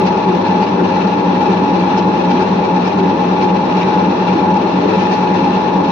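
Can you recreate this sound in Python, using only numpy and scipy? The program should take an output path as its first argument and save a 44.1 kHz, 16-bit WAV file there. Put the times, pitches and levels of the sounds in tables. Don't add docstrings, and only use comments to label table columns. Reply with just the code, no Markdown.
import sys
import numpy as np
from scipy import signal
from scipy.fft import rfft, irfft
from scipy.io import wavfile
from scipy.ndimage import uniform_filter1d, minimum_filter1d

SR = 44100
rng = np.random.default_rng(int(sys.argv[2]) if len(sys.argv) > 2 else 0)


def output_pcm(signal):
    pcm = np.clip(np.atleast_2d(signal).T, -1, 1) * 32767
    wavfile.write(sys.argv[1], SR, np.round(pcm).astype(np.int16))


N = 260631

CRANK_HZ, STROKES_PER_BELT = 8.9, 4
BELT_HZ = CRANK_HZ / STROKES_PER_BELT
MAIN_WHINE_HZ = 851.6
BEAT_HZ, THROB_CREST_S = 178.05, 3.535
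KNOCK_DB = -14.5
SURGE_HZ, SURGE_CREST_S, SURGE_RASP_DB = 2.1, 0.03, 1
CRUST_SPREAD_DB, CRUST_RATE_HZ = 0.8, 22
LOAD_SPREAD_DB, LOAD_RATE_HZ = 1.5, 7.7
TOP_CUT_HZ = 15700

# tone_hz, level_db
WEAK_HUM = [(80.12, -46), (97.95, -47), (99.95, -45.5), (160.24, -39), (169.1, -42), (175.8, -42),
            (180.05, -40), (186.96, -41), (188.94, -41), (213.71, -39), (233.56, -36), (280.02, -39),
            (281.97, -37), (284.83, -37), (342.3, -38.5), (344.8, -39), (377.8, -39.5)]
# tone_hz, level_db
THROB_TONES = [(182.09, -23.3), (191.0, -29), (195.9, -34), (197.86, -31), (199.92, -30)]
# time_s, level_db
BEAT_LEVEL = [(0, -31), (1.4, -28), (3.1, -26.5), (4.6, -29), (5.1, -39), (5.91, -38)]
# multiple, relative_db
BELT_OVERTONES = [(3, -4.5), (4, -0.5), (5, -3)]
# freq_hz, relative_db
FRAME_RESPONSE = [(25, -46), (45, -42.5), (70, -21.5), (140, -9), (215, -4.5), (280, -9.5), (390, -3.5),
                  (520, -8), (700, -11.5), (820, -2.5), (920, -3.5), (1100, -18.5), (1500, -27),
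                  (2200, -28.5), (5000, -48.5)]
# freq_hz, width_hz, relative_db
PANEL_MODES = [(249.1, 8.1, 2), (285, 12, 0), (323.5, 16, -0.5), (344, 26, -7.5), (379.5, 24, -1.5),
               (427.4, 14, -6), (462, 35, -11), (528, 25, -4), (610.3, 23, -6), (826, 30, 0),
               (887, 24, -5.5), (949.6, 30, -6), (1024, 33, -17)]
# crest_s, pitch_hz, level_db
JUDDER_EVENTS = [(0.03, 375, -17.5), (0.3, 370, -18), (0.37, 335, -21.5), (0.5, 250, -24),
                 (0.64, 380, -20.5), (0.73, 290, -21.5), (0.82, 385, -20.5), (0.97, 250, -24),
                 (1.04, 375, -23), (1.18, 285, -23.5), (1.35, 250, -21), (1.49, 390, -21),
                 (1.64, 285, -19.5), (2.0, 345, -23), (2.08, 290, -21.5), (2.21, 255, -22),
                 (2.34, 235, -20), (2.41, 370, -20.5), (3.04, 375, -20), (3.09, 285, -21.5),
                 (3.45, 375, -19.5), (3.84, 320, -22.5), (4.09, 295, -23.5), (4.36, 345, -20.5),
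                 (4.64, 310, -21), (4.86, 605, -26), (4.87, 425, -18.5), (4.91, 320, -21.5),
                 (4.92, 552, -25.5), (4.94, 435, -21.5), (5.68, 375, -23.5), (5.79, 285, -20.5)]
# crest_s, half_length_s
WHINE_SAGS = [(0.39, .05), (0.87, .05), (1.35, .07), (1.79, .08), (2.3, .06), (2.88, .04), (3.23, .07),
              (3.67, .07), (3.86, .04), (4.12, .04), (4.33, .05), (4.84, .08), (5.5, .05), (5.9, .05)]
# tone_hz, level_db, flutter_scale_rad
HIGH_WHINE = [(949.6, -32.7, .55), (1702, -50.5, .5), (2686, -50, .5), (3809, -60, .7), (4216, -59, .7),
              (5782, -60, .35)]
# time_s, gain_db
MOTOR_LOAD = [(0.0, -1), (0.38, -0.5), (0.85, -3), (1.2, 0), (1.5, 0), (1.78, -4), (1.91, 0.5),
              (2.09, -1.5), (2.7, -2), (3.2, -1.5), (3.4, 1), (3.68, -1), (4.02, 4), (4.13, -9),
              (4.48, 1.5), (4.84, -3), (5.1, 1), (5.91, -0.5)]
# crank_angle_deg, whine_db, blade_db
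STROKE_LOAD = [(0, 0.5, 5), (54.4, 4.5, 5), (101, -2, 2.9), (175, 4.3, 4), (205, 0.5, 6.5), (246, 3.5, 5.5),
               (270, 2.2, 4.5), (312, 0, 3)]
# crest_s, pitch_hz, level_db
ZING_EVENTS = [(0.074, 2490, -29.5), (0.074, 4100, -41), (0.46, 4200, -36.5), (0.634, 2560, -30.5),
               (0.634, 4480, -38), (0.803, 1404, -26), (0.85, 2715, -32), (1.014, 2620, -38),
               (1.364, 1585, -31), (1.802, 4240, -38), (1.939, 1550, -31.5), (1.985, 4005, -44),
               (1.991, 2990, -36), (2.315, 2920, -33), (2.378, 2600, -32), (2.416, 1460, -29),
               (2.879, 2755, -36), (3.82, 2355, -31), (3.859, 1520, -31.5), (3.939, 1380, -28),
               (4.223, 1313, -33.5), (4.296, 2314, -33), (4.48, 1643, -33), (4.899, 2475, -34),
               (4.927, 1445, -28), (5.007, 2740, -31), (5.135, 2330, -34), (5.336, 1810, -30),
               (5.567, 2900, -37), (5.69, 2620, -33)]
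# crest_s, half_length_s, peak_db
SNAP_EVENTS = [(0.075, .018, -22), (0.175, .012, -29), (0.64, .016, -26), (1.986, .016, -22),
               (2.18, .008, -28), (2.318, .024, -24), (2.42, .012, -24), (2.88, 0.013, -23),
               (3.442, .016, -25), (3.938, 0.011, -34), (4.57, .008, -25), (5.069, .008, -33),
               (5.138, 0.031, -22.5), (5.208, .008, -34), (5.775, .012, -28)]
# time_s, rasp_db
FEED_PRESS = [(0.0, -40.5), (0.36, -39.5), (1.07, -40), (1.65, -40), (1.76, -37.5), (2.05, -40.5),
              (2.19, -38.5), (2.96, -40.5), (3.08, -39), (3.66, -40.5), (3.74, -38.5), (4.8, -40.5),
              (5.03, -36), (5.27, -41), (5.51, -37), (5.79, -42.5), (5.91, -36.5)]
# freq_hz, relative_db
SAWING_RESPONSE = [(600, -37), (1300, 2), (1800, 0), (2150, -6), (2600, 2.5), (3000, -10), (3400, -5.5),
                   (4200, -5.5), (4550, -17), (5850, -15.5), (6400, -34), (7100, -27.5), (7550, -38.5),
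                   (8000, -40), (8800, -51.5)]
# freq_hz, width_hz, relative_db
SINGING_MODES = [(1180, 25, 5), (1360, 60, 4), (1772, 45, 3), (2335, 70, 1.5), (2510, 160, 1),
                 (2720, 170, -0.5), (3560, 150, -10), (3830, 170, -9), (4020, 150, -10), (4230, 150, -9),
                 (5050, 120, -14), (5780, 120, -14)]
# freq_hz, side_minus_mid_db
PORT_WIDTH = [(60, -11), (170, -17), (290, -12), (480, -5), (810, -3), (1370, -1), (4000, 0)]
# freq_hz, left_minus_right_db
PORT_LEAN = [(60, 1.5), (100, 1), (170, 1), (290, -0.5), (480, 4.5), (810, 3), (1370, 0), (2310, 1),
             (3890, -3.5), (6550, -1.5)]


def undb(db):
    return 10 ** (np.asarray(db) / 20)


def level(x, rms_db):
    return x * undb(rms_db) / np.sqrt(np.mean(x ** 2))


def bins():
    return np.arange(N // 2 + 1) * SR / N


def slope(points):
    hz, db = np.transpose(points)
    return undb(np.interp(np.log(bins() + 1), np.log(hz), db))


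def ring(modes):
    f = bins()
    response = 0
    for hz, width_hz, db in modes:
        damping = 1j * f * width_hz
        response = response + undb(db) * damping / (hz ** 2 - f ** 2 + damping)
    return response


def below(hz, order=8):
    return 1 / np.sqrt(1 + (bins() / hz) ** (2 * order))


def through(x, response):
    return irfft(rfft(x) * response, N)


def walk(rate_hz):
    lowpass = np.exp(-(bins() / rate_hz) ** 2) * (bins() > 0)
    return level(through(rng.standard_normal(N), lowpass), 0)


def swell(t, crest_s, half_length_s):
    return np.exp(-((t - crest_s) / half_length_s) ** 2)


def cyclic(turns, turn_hz, top_hz=SR / 2):
    size = int(SR / turn_hz)
    hz = np.arange(size // 2 + 1) * turn_hz
    phases = np.exp(2j * np.pi * rng.random(len(hz)))
    pattern = irfft(phases * ((hz > 0) & (hz < top_hz)), size)
    return level(np.interp(turns, np.arange(size) / size, pattern, period=1), 0)


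def chatter(crank, belt_db, loose_db):
    def contacts():
        per_belt = undb(belt_db) * cyclic(crank / STROKES_PER_BELT, BELT_HZ)
        per_stroke = cyclic(crank, CRANK_HZ)
        loose = undb(loose_db) * rng.standard_normal(N)
        return level(per_stroke + per_belt + loose, 0)
    return np.array([contacts(), contacts()])


def ports(pair):
    width = slope(PORT_WIDTH)
    mid, side = pair[0], through(pair[1], width)
    return through(np.array([mid + side, mid - side]), 1 / np.sqrt(1 + width ** 2))


def hum(t, clock, gain_db=2.0):
    strong = 0
    for hz, db in THROB_TONES + [(BEAT_HZ, np.interp(t, *np.transpose(BEAT_LEVEL)))]:
        strong = strong + undb(db) * np.sin(2 * np.pi * hz * (clock - THROB_CREST_S))
    weak = 0
    for hz, db in WEAK_HUM:
        weak = weak + undb(db + 2 * walk(2.6)) * np.sin(2 * np.pi * (hz * clock + rng.random()))
    return undb(gain_db) * np.sqrt(2) * (strong + weak)


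def belt(crank, span_hz=92, stretch=0.0349, slip=0.02592, flap_db=2.5, gain_db=-26):
    tension = stretch * cyclic(crank / STROKES_PER_BELT, BELT_HZ, top_hz=7) + slip * walk(6.71)
    phase = 2 * np.pi * np.cumsum(span_hz * (1 + tension)) / SR
    drone = 0
    for multiple, db in BELT_OVERTONES:
        drone = drone + undb(db + flap_db * walk(8.3)) * np.sin(multiple * phase)
    return level(drone, gain_db)


def rattle(crank, frame_db=-4, panel_db=-4.0):
    frame = through(chatter(crank, belt_db=0, loose_db=-7.0), slope(FRAME_RESPONSE) * below(4700))
    panels = through(chatter(crank, belt_db=8.0, loose_db=5.5), ring(PANEL_MODES) * below(1297))
    return ports(level(frame, frame_db) + level(panels, panel_db)) * undb(KNOCK_DB)


def judder(t, half_length_s=0.042, waver=0.04, waver_hz=12, rough=0.55, rough_hz=55):
    wavers = np.array([walk(waver_hz), walk(waver_hz)])
    bent_s = np.cumsum(1 + waver * wavers, axis=1) / SR
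    grain = 1 + rough * (walk(rough_hz) + 1j * walk(rough_hz))
    grain = grain * np.sqrt(2 / (1 + 2 * rough ** 2))
    out = np.zeros((2, N))
    starts = rng.random((len(JUDDER_EVENTS), 2))
    for (crest_s, hz, db), start in zip(JUDDER_EVENTS, starts):
        near = np.abs(t - crest_s) < 4 * half_length_s
        turns = hz * bent_s[:, near] + start[:, None]
        growl = np.real(grain[near] * np.exp(2j * np.pi * turns))
        out[:, near] += undb(db) * swell(t[near], crest_s, half_length_s) * growl
    return ports(out)


def whine(t, crank, clock, load_db, main_db=-22.0, sag_db=-3.0, sag_hz=19):
    sway, shake, drift = 0.45, 0.55, 0.4
    spread, lead_rad, main_depth_rad = 0.65, 0.23, 0.47
    sags = [swell(t, crest_s, half_s) for crest_s, half_s in WHINE_SAGS]
    slipped = 0
    for sag in sags:
        whole_cycles = np.round(sag_hz * sag.sum() / SR)
        slipped = slipped + whole_cycles * np.cumsum(sag) / sag.sum()
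    tones = [(MAIN_WHINE_HZ * clock - slipped, main_db + sag_db * sum(sags), main_depth_rad)]
    tones += [(hz * clock, db, depth_rad) for hz, db, depth_rad in HIGH_WHINE]
    braking = sway * np.sin(4 * np.pi * crank)
    out = np.zeros((2, N))
    for cycles, db, depth_rad in tones:
        flutter = braking + shake * cyclic(crank, CRANK_HZ, top_hz=60) + drift * walk(2.8)
        phase = 2 * np.pi * (cycles + rng.random()) + depth_rad * flutter
        for port, offset_rad in enumerate((lead_rad, -lead_rad)):
            path = spread * cyclic(crank, CRANK_HZ, top_hz=100)
            out[port] += np.sqrt(2) * undb(db) * np.sin(phase + offset_rad + depth_rad * path)
    return undb(load_db) * out


def zings(t, half_length_s=0.018, width_hz=520):
    grain = np.array([walk(width_hz) + 1j * walk(width_hz) for _ in range(2)])
    out = np.zeros((2, N))
    for crest_s, hz, db in ZING_EVENTS:
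        near = np.abs(t - crest_s) < 4 * half_length_s
        scrape = np.real(grain[:, near] * np.exp(2j * np.pi * hz * t[near]))
        out[:, near] += undb(db) * swell(t[near], crest_s, half_length_s) * scrape
    return out


def snaps(t, gain_db=-14, bright_hz=4700, width_hz=3000, floor_db=-32):
    bursts = sum(undb(db) * swell(t, crest_s, half_s) for crest_s, half_s, db in SNAP_EVENTS)
    grain_db = 2.5 * walk(400)
    bursts = bursts * level(undb(grain_db), 0)
    body = ring([(bright_hz, width_hz, 0)]) ** 2 * (below(6300, order=12) + undb(floor_db))
    body = body / np.sqrt(np.mean(np.abs(body) ** 2))
    return undb(gain_db) * through(rng.standard_normal((2, N)) * bursts, body)


def surge(t):
    return np.cos(2 * np.pi * SURGE_HZ * (t - SURGE_CREST_S))


def hood(x, decay_s=0.033, echo=0.59):
    t = np.arange(2048) / SR
    tail = rng.standard_normal(len(t)) * np.exp(-t / decay_s)
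    return x + echo * signal.fftconvolve(x, tail / np.linalg.norm(tail))[:N]


def rasp(crank, push_db, tear_db=5.5, sing_db=0.5, fleck_db=4.0):
    mean_push_db = np.mean(push_db)
    grain_db = 1.0 * walk(440) + 0.67 * walk(70)
    teeth = chatter(crank, belt_db=2.0, loose_db=11.5) * undb(grain_db + push_db - mean_push_db)
    tearing = through(np.array([hood(c) for c in teeth]), slope(SAWING_RESPONSE))
    top = below(6320, order=12)
    singing = 0
    for mode in SINGING_MODES:
        flecks = teeth[::-1] * undb(fleck_db * walk(30))
        singing = singing + through(flecks, ring([mode]) * top)
    return ports(level(tearing, tear_db) + level(singing, sing_db)) * undb(mean_push_db)


def scene(wander_s=0.00018):
    t = np.arange(N) / SR
    clock = t + wander_s * walk(3.02)
    crank = CRANK_HZ * clock
    angle_deg, whine_points_db, blade_points_db = np.transpose(STROKE_LOAD)
    crank_rad, angle_rad = 2 * np.pi * crank, np.radians(angle_deg)
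    whine_db = np.interp(crank_rad, angle_rad, whine_points_db, period=2 * np.pi)
    blade_db = np.interp(crank_rad, angle_rad, blade_points_db, period=2 * np.pi)
    feed_db = np.interp(t, *np.transpose(FEED_PRESS))
    motor_db = np.interp(t, *np.transpose(MOTOR_LOAD))
    crust_db = CRUST_SPREAD_DB * walk(CRUST_RATE_HZ)
    push_db = feed_db + blade_db + SURGE_RASP_DB * surge(t) + crust_db
    load_db = motor_db + whine_db + LOAD_SPREAD_DB * walk(LOAD_RATE_HZ)
    machine = hum(t, clock) + belt(crank) + rattle(crank) + judder(t) + whine(t, crank, clock, load_db)
    return machine + zings(t) + snaps(t) + rasp(crank, push_db)


def record(dry):
    lean = np.sqrt(slope(PORT_LEAN))
    heard = through(dry, np.array([lean, 1 / lean]))
    allowed = 0.9 / np.maximum(np.abs(heard).max(axis=0), 0.9)
    held = minimum_filter1d(allowed, size=441)
    gain = uniform_filter1d(uniform_filter1d(held, size=221), size=221)
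    top_cut = signal.ellip(8, 0.2, 70, TOP_CUT_HZ, fs=SR, output="sos")
    return signal.sosfilt(top_cut, heard * gain)


dry = scene()
out = record(dry)
output_pcm(out)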